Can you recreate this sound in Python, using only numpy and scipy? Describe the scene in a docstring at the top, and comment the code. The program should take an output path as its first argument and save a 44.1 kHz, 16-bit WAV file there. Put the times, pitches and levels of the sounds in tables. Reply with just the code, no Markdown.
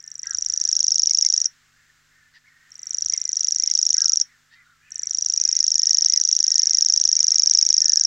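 """Warbler reeling, crows far off

A small warbler reels from a hedge top: three bursts of about 26 syllables a second, each built from
a windowed-sine tick and gliding sines for a rising chip, a falling whistle and a faint afternote.
Far off, a crow roost caws and chacks in wavering stacks of partials. Noise tails give the echoes. Shaped
noise makes open-air hush, light wind on the microphone and its hiss; steady sines make mains hum."""
import sys
import numpy as np
from scipy import signal
from scipy.fft import rfft, irfft
from scipy.io import wavfile
from scipy.ndimage import uniform_filter1d

SR = 44100
rng = np.random.default_rng(int(sys.argv[2]) if len(sys.argv) > 2 else 0)


def dump_mix(stems):
    """Bounce the given channels to the path in sys.argv[1] as a 16-bit WAV at rate SR."""
    frames = np.atleast_2d(stems).T  # one column per channel
    limited = np.clip(frames, -1, 1)  # hard clip at full scale
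    pcm = np.round(limited * 32767).astype(np.int16)
    wavfile.write(sys.argv[1], SR, pcm)


N = 355446

# How louder singing reshapes a syllable; chip, tick and afternote levels are relative to the whistle.
# Each row: whistle level in dB, whistle start pitch in Hz, whistle length in ms, chip level in dB,
# chip pitch in Hz, tick level in dB, afternote level in dB.
EFFORT_TRAITS = [(-28, 5880, 2.8, -5, 7100, -34.5, -14), (-21, 5950, 3.2, -7, 7200, -38, -27),
                 (-13.5, 5980, 3.44, -8.5, 7030, -24.5, -25), (-9.5, 5964, 3.5, -3, 6386, -22.5, -21.5),
                 (-4, 5856, 4.26, 0.5, 6087, -22, -18.5)]
SONG_LOWPASS_HZ, HAZE_DB, SHIMMER_DB = 9100, -28.5, -60.5


def warbler():
    """One template for all syllables, bent by effort and varied a little by chance."""
    out = np.zeros(N)
    effort_db, *traits = np.transpose(EFFORT_TRAITS)
    for s, db in syllables():
        start_hz, length_ms, chip_db, chip_hz, tick_db, after_db = (
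            np.interp(db, effort_db, trait) for trait in traits)
        phase = rng.standard_normal()  # in turns, shared by whistle and afternote
        lead = s + .31 * rng.standard_normal() / 1000  # chip and ticks shift together
        add_note(out, s, whistle(db, start_hz, length_ms, phase))
        add_note(out, lead, chip(db + chip_db, chip_hz, length_ms))
        add_note(out, s, afternote(db + after_db, phase))
        add_ticks(out, lead, db + tick_db)
    # a faint high noise follows the loudness of the song
    haze = uniform_filter1d(np.abs(out), size=700) * cut(rng.standard_normal(N), 3000, "high")
    out = out + undb(HAZE_DB) * haze
    # a very faint high shimmer an octave up, added to the song
    loud = uniform_filter1d(np.abs(out), size=31) + 1e-3
    shimmer = cut(out ** 2 / loud, SONG_LOWPASS_HZ, "high")
    # a low-pass, run twice, dulls the song above its band
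    song = cut(cut(out, SONG_LOWPASS_HZ, "low"), SONG_LOWPASS_HZ, "low")
    return song + undb(SHIMMER_DB) * shimmer


# The syllables where tempo or swell turns, listed burst by burst; the rest are spaced evenly between.
# Each row: whistle onset in seconds, whistle peak level in dB, both before the small chance shifts.
BURST_TURNS = [
    [(.0027, -32), (.077, -25.5), (.1933, -21), (.3467, -12.5), (.7276, -7.5), (1.2238, -5), (1.4534, -7)],
    [(2.7185, -33), (2.7549, -29.5), (2.9455, -12.5), (3.1361, -8.5), (3.1765, -11), (3.253, -13),
     (3.3687, -9), (3.9805, -6), (4.2093, -5.5)],
    [(4.9197, -21), (4.9939, -15), (5.1468, -10.5), (5.4133, -7), (5.9836, -5.5), (6.67, -5.5),
     (7.2042, -5), (7.5105, -4), (8.01, -4.5), (8.0462, -5)],
]
SYLLABLE_S, LAST_LATE_S = .0382, .0033
JITTER_MS, JITTER_DB = .2, .5


def syllables():
    """Onset and level of every syllable: an even beat, a little unsteady, the last of a burst dragging."""
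    rows = []
    for burst in BURST_TURNS:
        s, db = np.transpose(burst)
        beat = np.cumsum(np.rint(np.diff(s, prepend=s[0]) / SYLLABLE_S))
        every = np.arange(beat[-1] + 1)
        onset = np.interp(every, beat, s) + LAST_LATE_S * (every == beat[-1])
        rows += zip(onset, np.interp(every, beat, db))
    return np.array(rows) + rng.standard_normal((len(rows), 2)) * [JITTER_MS / 1000, JITTER_DB]


# The swell and fade of the whistle.
# Each row: position as a share of the whistle length, level in dB against the syllable level.
WHISTLE_SHAPE = [(-.1, -24), (.06, -.5), (.42, .8), (.8, -1.5), (1.05, -5), (1.2, -16), (1.35, -15),
                 (1.7, -27)]
FULL_MS = 4.5  # the length that sets the attack, whatever the effort
WHISTLE_FALL_HZ_PER_MS, WHISTLE_END_HZ = 133, 5700


def whistle(db, start_hz, length_ms, phase):
    """A tone whose pitch falls steadily from the onset and springs back in the faint end."""
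    share, shape_db = np.transpose(WHISTLE_SHAPE)
    # the attack keeps its length; weak whistles only end sooner
    ms = share * np.where(share < .1, FULL_MS, length_ms + .2 * rng.standard_normal())
    falling = start_hz + 35 * rng.standard_normal() - WHISTLE_FALL_HZ_PER_MS * ms
    return note(ms, np.where(share < 1.3, falling, WHISTLE_END_HZ), shape_db + db, phase)


# The glide of the chip that comes before the whistle.
# Each row: time in ms from the whistle onset, pitch offset in Hz, level in dB against the chip level.
CHIP_GLIDE = [(-13.05, -2200, -30), (-12.75, -1150, -10), (-12.4, -200, 1), (-11.8, 500, -3),
              (-10.7, 450, -12), (-9.5, 400, -28)]
CHIP_PEAK_MS = -12.4


def chip(db, chip_hz, length_ms):
    """A quick tone that leaps upward; after its peak, a weak one ends sooner."""
    ms, offset_hz, shape_db = np.transpose(CHIP_GLIDE)
    shorter = CHIP_PEAK_MS + (ms - CHIP_PEAK_MS) * (length_ms / FULL_MS) ** 3
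    ms = np.where(ms > CHIP_PEAK_MS, shorter, ms)
    hz = offset_hz + chip_hz + 60 * rng.standard_normal()
    return note(ms, hz, shape_db + db + .69 * rng.standard_normal(), rng.standard_normal())


# The glide of the faint note after the whistle.
# Each row: time in ms from the whistle onset, pitch offset in Hz, level in dB against the afternote level.
AFTERNOTE_GLIDE = [(7.5, 150, -15), (9.8, 100, -12), (11.6, 0, 1), (12.7, -150, -7), (14.0, -200, -20)]
AFTERNOTE_HZ = 5630


def afternote(db, phase):
    """A faint tone that sinks slightly in pitch."""
    ms, offset_hz, shape_db = np.transpose(AFTERNOTE_GLIDE)
    return note(ms, offset_hz + AFTERNOTE_HZ, shape_db + db + rng.standard_normal(), phase)


TICK_LOW_HZ, TICK_HIGH_HZ, TICK_HIGH_DB = 4400, 6900, -5  # each pitch varies a little by chance
TICK_MS, TICK_SPREAD_MS, TICK_WIDTH_MS = -17.4, .3, .22


def add_ticks(out, lead, db):
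    """The valve cracks open in a low and a high snap of a few cycles."""
    t = np.arange(-40, 40) / SR
    window = np.exp(-.5 * (t * 1000 / TICK_WIDTH_MS) ** 2)
    for hz, part_db in ((TICK_LOW_HZ, 0), (TICK_HIGH_HZ, TICK_HIGH_DB)):
        late, size, sharp = rng.standard_normal(3)
        tick = window * np.sin(2 * np.pi * hz * (1 + .06 * sharp) * t)
        start = lead + (TICK_MS + TICK_SPREAD_MS * late) / 1000 + t[0]
        add(out, start, tick * undb(db + part_db + size))


CALLS_HIGHPASS_HZ = 1110


def crows():
    """Caws and chacks together; a high-pass leaves the calls thin, without bass."""
    return cut(caws() + chacks(), CALLS_HIGHPASS_HZ, "high")


# Distant hoarse caws; the pitch also wavers around the glide.
# Each row: start in seconds, length in seconds, start pitch in Hz, top pitch in Hz, end pitch in Hz,
# level in dB of the main tone before its flutter.
CAW_CALLS = [(0.0, 0.14, 1880, 1814, 1710, -59.5), (.25, 0.11, 1540, 1647, 1430, -39.5),
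             (.42, 0.42, 1600, 1725, 1518, -58.5), (1.33, 0.19, 1600, 1830, 1790, -61),
             (1.72, .23, 1350, 1800, 1800, -60), (2.07, .24, 1450, 1800, 1750, -58.5),
             (2.9, 0.073, 1910, 1860, 1490, -65.5), (2.42, 0.31, 1750, 1843, 1846, -58),
             (2.76, 0.24, 1740, 2035, 1920, -62), (3.1, 0.24, 1700, 2076, 1900, -57),
             (3.38, 0.36, 1950, 1980, 1850, -61), (3.96, 0.097, 1420, 1645, 1306, -41.5),
             (4.06, .1, 1426, 1380, 1356, -54.5), (4.18, 0.08, 3410, 3280, 2900, -63),
             (4.24, .13, 1650, 1980, 1650, -57), (4.55, 0.11, 1975, 2050, 1610, -53.5),
             (4.5, 0.1, 3530, 3780, 3770, -62.5), (4.64, 0.086, 3660, 3750, 3480, -67),
             (2.34, 0.056, 5000, 4900, 4850, -64), (3.68, 0.077, 3240, 3260, 3200, -63.5),
             (4.55, 0.23, 1350, 1416, 1320, -59), (4.78, 0.38, 1567, 1800, 1750, -57.5),
             (4.82, 0.19, 2400, 2540, 2500, -60), (5.36, 0.29, 1825, 2090, 2060, -58),
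             (5.53, 0.12, 1836, 2000, 1640, -55.5), (5.42, 0.11, 1654, 1663, 1570, -58.5),
             (5.35, 0.3, 2390, 2500, 2470, -60), (5.72, 0.37, 1720, 1880, 1760, -55.5),
             (6.07, 0.15, 1866, 2060, 1580, -50), (6.35, 0.38, 1700, 1837, 1660, -55),
             (6.55, 0.29, 1700, 2150, 1570, -55.5), (6.78, 0.64, 1686, 1732, 1753, -58.5),
             (7.2, 0.57, 2400, 2320, 2080, -59), (7.18, 0.33, 1200, 1224, 1100, -63),
             (7.4, 0.37, 1720, 1705, 1700, -58.5), (7.7, 0.15, 2040, 2120, 2080, -57),
             (7.76, .29, 1900, 1773, 1576, -49)]
CAW_BELOW_DB, CAW_ABOVE_DB = -6.5, -7  # fifth and seventh partial against the sixth, which carries the pitch


def caws():
    """Gliding arches of pitch; the fainter a caw, the further off and the more smeared it is."""
    out = np.zeros(N)
    pitch, size, rasp = wobble(150), wobble(100), wobble(500)
    for k, (s, length_s, start_hz, top_hz, end_hz, db) in enumerate(CAW_CALLS):
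        u, env = arch(length_s, .35)
        own = slice(8000 * k, 8000 * k + len(u))  # each call takes its own stretch of the wobbles
        smear = np.clip((-44 - db) / 20, .4, .7)
        before_top = (start_hz - top_hz) * (1 - u / .4) ** 2
        after_top = (end_hz - top_hz) * ((u - .4) / .6) ** 2
        hz = top_hz + np.where(u < .4, before_top, after_top)
        phase = 2 * np.pi * np.cumsum(hz * (1 + .022 * pitch[own])) / SR
        # a fluttering tone in a haze of rasp, between two weaker partials
        flutter = 1 - .4 * smear + .6 * smear * size[own] + .6 * smear * rasp[own]
        below = undb(CAW_BELOW_DB) * np.sin(phase * 5 / 6)
        above = undb(CAW_ABOVE_DB) * np.sin(phase * 7 / 6)
        sides = smear * (1 + .4 * rasp[own]) * (below + above)
        add(out, s, undb(db) * env * (flutter * np.sin(phase) + sides))
    return out


# Short harsh chacks; each arches up to its pitch and wavers around it.
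# Each row: start in seconds, top pitch of the first partial in Hz, level of the second partial in dB
# before its flutter, extra level of the noisy upper partials in dB.
CHACK_CALLS = [(.225, 973, -46, -7), (1.085, 1130, -55, -7), (1.23, 1050, -52, -12.5),
               (2.335, 958, -50, -4), (2.45, 1132, -54.5, -10.5), (3.115, 1059, -44.5, -2.5),
               (3.605, 1130, -55.5, -27.5), (3.67, 1070, -49.5, 4), (3.935, 998, -50.5, -15),
               (4.51, 950, -53.5, -3), (5.025, 1125, -53.5, -12), (7.165, 1115, -51.5, -2),
               (7.31, 1066, -54.5, -22)]
# Loudness of the noisy partials. Each entry: level in dB against the second partial, for the third to
# sixth, before the extra level of each call and the flutter.
CHACK_UPPER_LEVELS = [-5.5, -6.5, -2, -10]
CHACK_LOW_DB, CHACK_S = -16, .055  # first partial against the second; length of a chack


def chacks():
    """Stacks of six partials, the upper four roughened by fast flutter."""
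    out = np.zeros(N)
    pitch, rasp, grit = wobble(150), wobble(500), wobble(1400)
    for k, (s, hz, db, upper_db) in enumerate(CHACK_CALLS):
        u, env = arch(CHACK_S, .6)
        own = slice(20000 * k, 20000 * k + len(u))
        phase = 2 * np.pi * np.cumsum(hz * (.87 + .13 * env) * (1 + .045 * pitch[own])) / SR
        low = (1 + .64 * rasp[own]) * (undb(CHACK_LOW_DB) * np.sin(phase) + np.sin(2 * phase))
        stack = sum(undb(p) * np.sin((j + 3) * phase) for j, p in enumerate(CHACK_UPPER_LEVELS))
        upper = (.6 + .7 * grit[own]) * stack
        add(out, s, undb(db) * env * (low + undb(upper_db) * upper))
    return out


HEDGE_DB, HEDGE_T60_S, FIELD_DB, FIELD_T60_S, ECHO_SIDE = -21.5, .1, -48.5, .28, .18


def echoes(x):
    """Leaves scatter a quick patchy tail, the field a longer faint one; partly different left and right."""
    t = np.arange(SR // 3) / SR
    hedge = undb(HEDGE_DB - 60 * t / HEDGE_T60_S + 1.5 * wobble(270)[:len(t)])
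    field = undb(FIELD_DB - 60 * t / FIELD_T60_S)
    env = (hedge + field) * (t > .001) / 10
    mid, side = (signal.fftconvolve(x, env * rng.standard_normal(len(t)))[:N] for _ in range(2))
    return np.array([mid + ECHO_SIDE * side, mid - ECHO_SIDE * side])


def background():
    """Everything behind the birds, as left and right channels."""
    return hush() + hum() + wind() + hiss()


# Open-air hush with the murmur of the far roost, before it swells.
# Each row: frequency in Hz, noise density in dB per Hz.
HUSH_SPECTRUM = [(200, -108), (600, -114), (900, -111), (1300, -98), (1800, -93.5), (2400, -102),
                 (3200, -104), (7400, -104), (9500, -120)]


def hush():
    """Shaped noise that swells gently."""
    return coloured(HUSH_SPECTRUM) * undb(1.5 * wobble(4))


# The tones of the mains hum. Each row: frequency in Hz, average (RMS) level in dB.
HUM_TONES = [(102.3, -80.5), (150.7, -76.5), (247.6, -83), (796.7, -92.5)]


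def hum():
    """Steady sines, each starting at a random point of its cycle."""
    t = np.arange(N) / SR
    return sum(np.sqrt(2) * undb(db) * np.sin(2 * np.pi * (hz * t + rng.random())) for hz, db in HUM_TONES)


# The rise and fall of the gusts. Each row: time in seconds, gain in dB applied to the rumble.
WIND_GUSTS = [(0.15, -85), (0.34, -65), (0.69, -72.5), (1.08, -64.5), (1.25, -80.5), (1.86, -74.5),
              (2.85, -84.5), (3.05, -62.5), (3.32, -81.5), (3.55, -74.5), (4.04, -67), (4.29, -84.5),
              (5.72, -64.5), (6.02, -77.5), (7.43, -69.5), (7.63, -65.5), (8.06, -63)]


def wind():
    """Low rumble of wind on the microphone, partly unlike at the two ports."""
    t = np.arange(N) / SR
    rumble = [(18, -18.5), (40, -19), (80, -20.5), (300, -40.5), (1000, -68)]  # Hz, dB per Hz before gusts
    mid, side = coloured(rumble), .33 * coloured(rumble)
    return undb(np.interp(t, *np.transpose(WIND_GUSTS))) * np.array([mid + side, mid - side])


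# Microphone hiss in each channel. Each row: frequency in Hz, noise density in dB per Hz.
HISS_SPECTRUM = [(60, -100), (300, -114), (1200, -116), (4000, -113), (8000, -116), (10000, -119),
                 (15500, -119)]


def hiss():
    """Steady shaped noise, independent left and right."""
    return np.array([coloured(HISS_SPECTRUM), coloured(HISS_SPECTRUM)])


def undb(db):
    """Turns decibels into a plain gain."""
    return 10 ** (np.asarray(db) / 20)


def coloured(table):
    """Noise with the given density in dB per Hz, joined smoothly over log frequency."""
    hz, db = np.transpose(table)
    grid = np.log(np.linspace(1, SR / 2, N // 2 + 1))
    gain = undb(np.interp(grid, np.log(hz), db))
    return irfft(rfft(rng.standard_normal(N)) * gain, N) * np.sqrt(SR / 2)


def wobble(hz):
    """Random curve with spread 1 that turns about hz times a second."""
    k = int(SR / hz)
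    return uniform_filter1d(uniform_filter1d(rng.standard_normal(N), k), k) * np.sqrt(1.5 * k)


def arch(length_s, sharp):
    """Position 0-1 through a call and its rounded envelope."""
    u = np.linspace(0, 1, int(length_s * SR))
    return u, np.sin(np.pi * u) ** sharp


def note(ms, hz, db, phase):
    """A sine gliding through time, pitch and level points, corners rounded; also its start in seconds."""
    t = np.arange(ms[0] - .5, ms[-1] + .5, 1000 / SR)
    gain = undb(np.interp(t, ms, db, -120, -120))
    gain = uniform_filter1d(uniform_filter1d(gain, size=11), size=11)
    glide = uniform_filter1d(np.interp(t, ms, hz), size=11)
    return gain * np.sin(2 * np.pi * (np.cumsum(glide) / SR + phase)), t[0] / 1000


def add(out, s, x):
    """Mixes x into out from time s on."""
    i = int(s * SR)
    a, b = max(i, 0), min(i + len(x), N)
    out[a:max(a, b)] += x[a - i:max(a, b) - i]


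def add_note(out, s, sound):
    """Mixes in a note, given with its start relative to time s."""
    x, offset = sound
    add(out, s + offset, x)


def cut(x, hz, kind):
    """Steep high- or low-pass."""
    return signal.sosfilt(signal.butter(4, hz, kind, fs=SR, output="sos"), x)


def scene():
    """Birds, their echoes and the background."""
    birds = warbler() + crows()
    return birds + echoes(birds) + background()


STALL_S, STALL_LENGTH_S, TOP_HZ = 6.137, .014, 15700


def record(dry):
    """The left channel stalls one sample for a moment, caught on a wave trough, which clicks; the top is cut."""
    out = dry.copy()
    near = int(STALL_S * SR)
    first = near + 1 + np.argmin(dry[0, near:near + 10])  # lowest of ten samples is repeated
    last = first + int(STALL_LENGTH_S * SR)
    out[0, first:last] = dry[0, first - 1:last - 1]
    return signal.sosfilt(signal.ellip(8, .2, 70, TOP_HZ, fs=SR, output="sos"), out)


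dry = scene()
out = record(dry)
dump_mix(out)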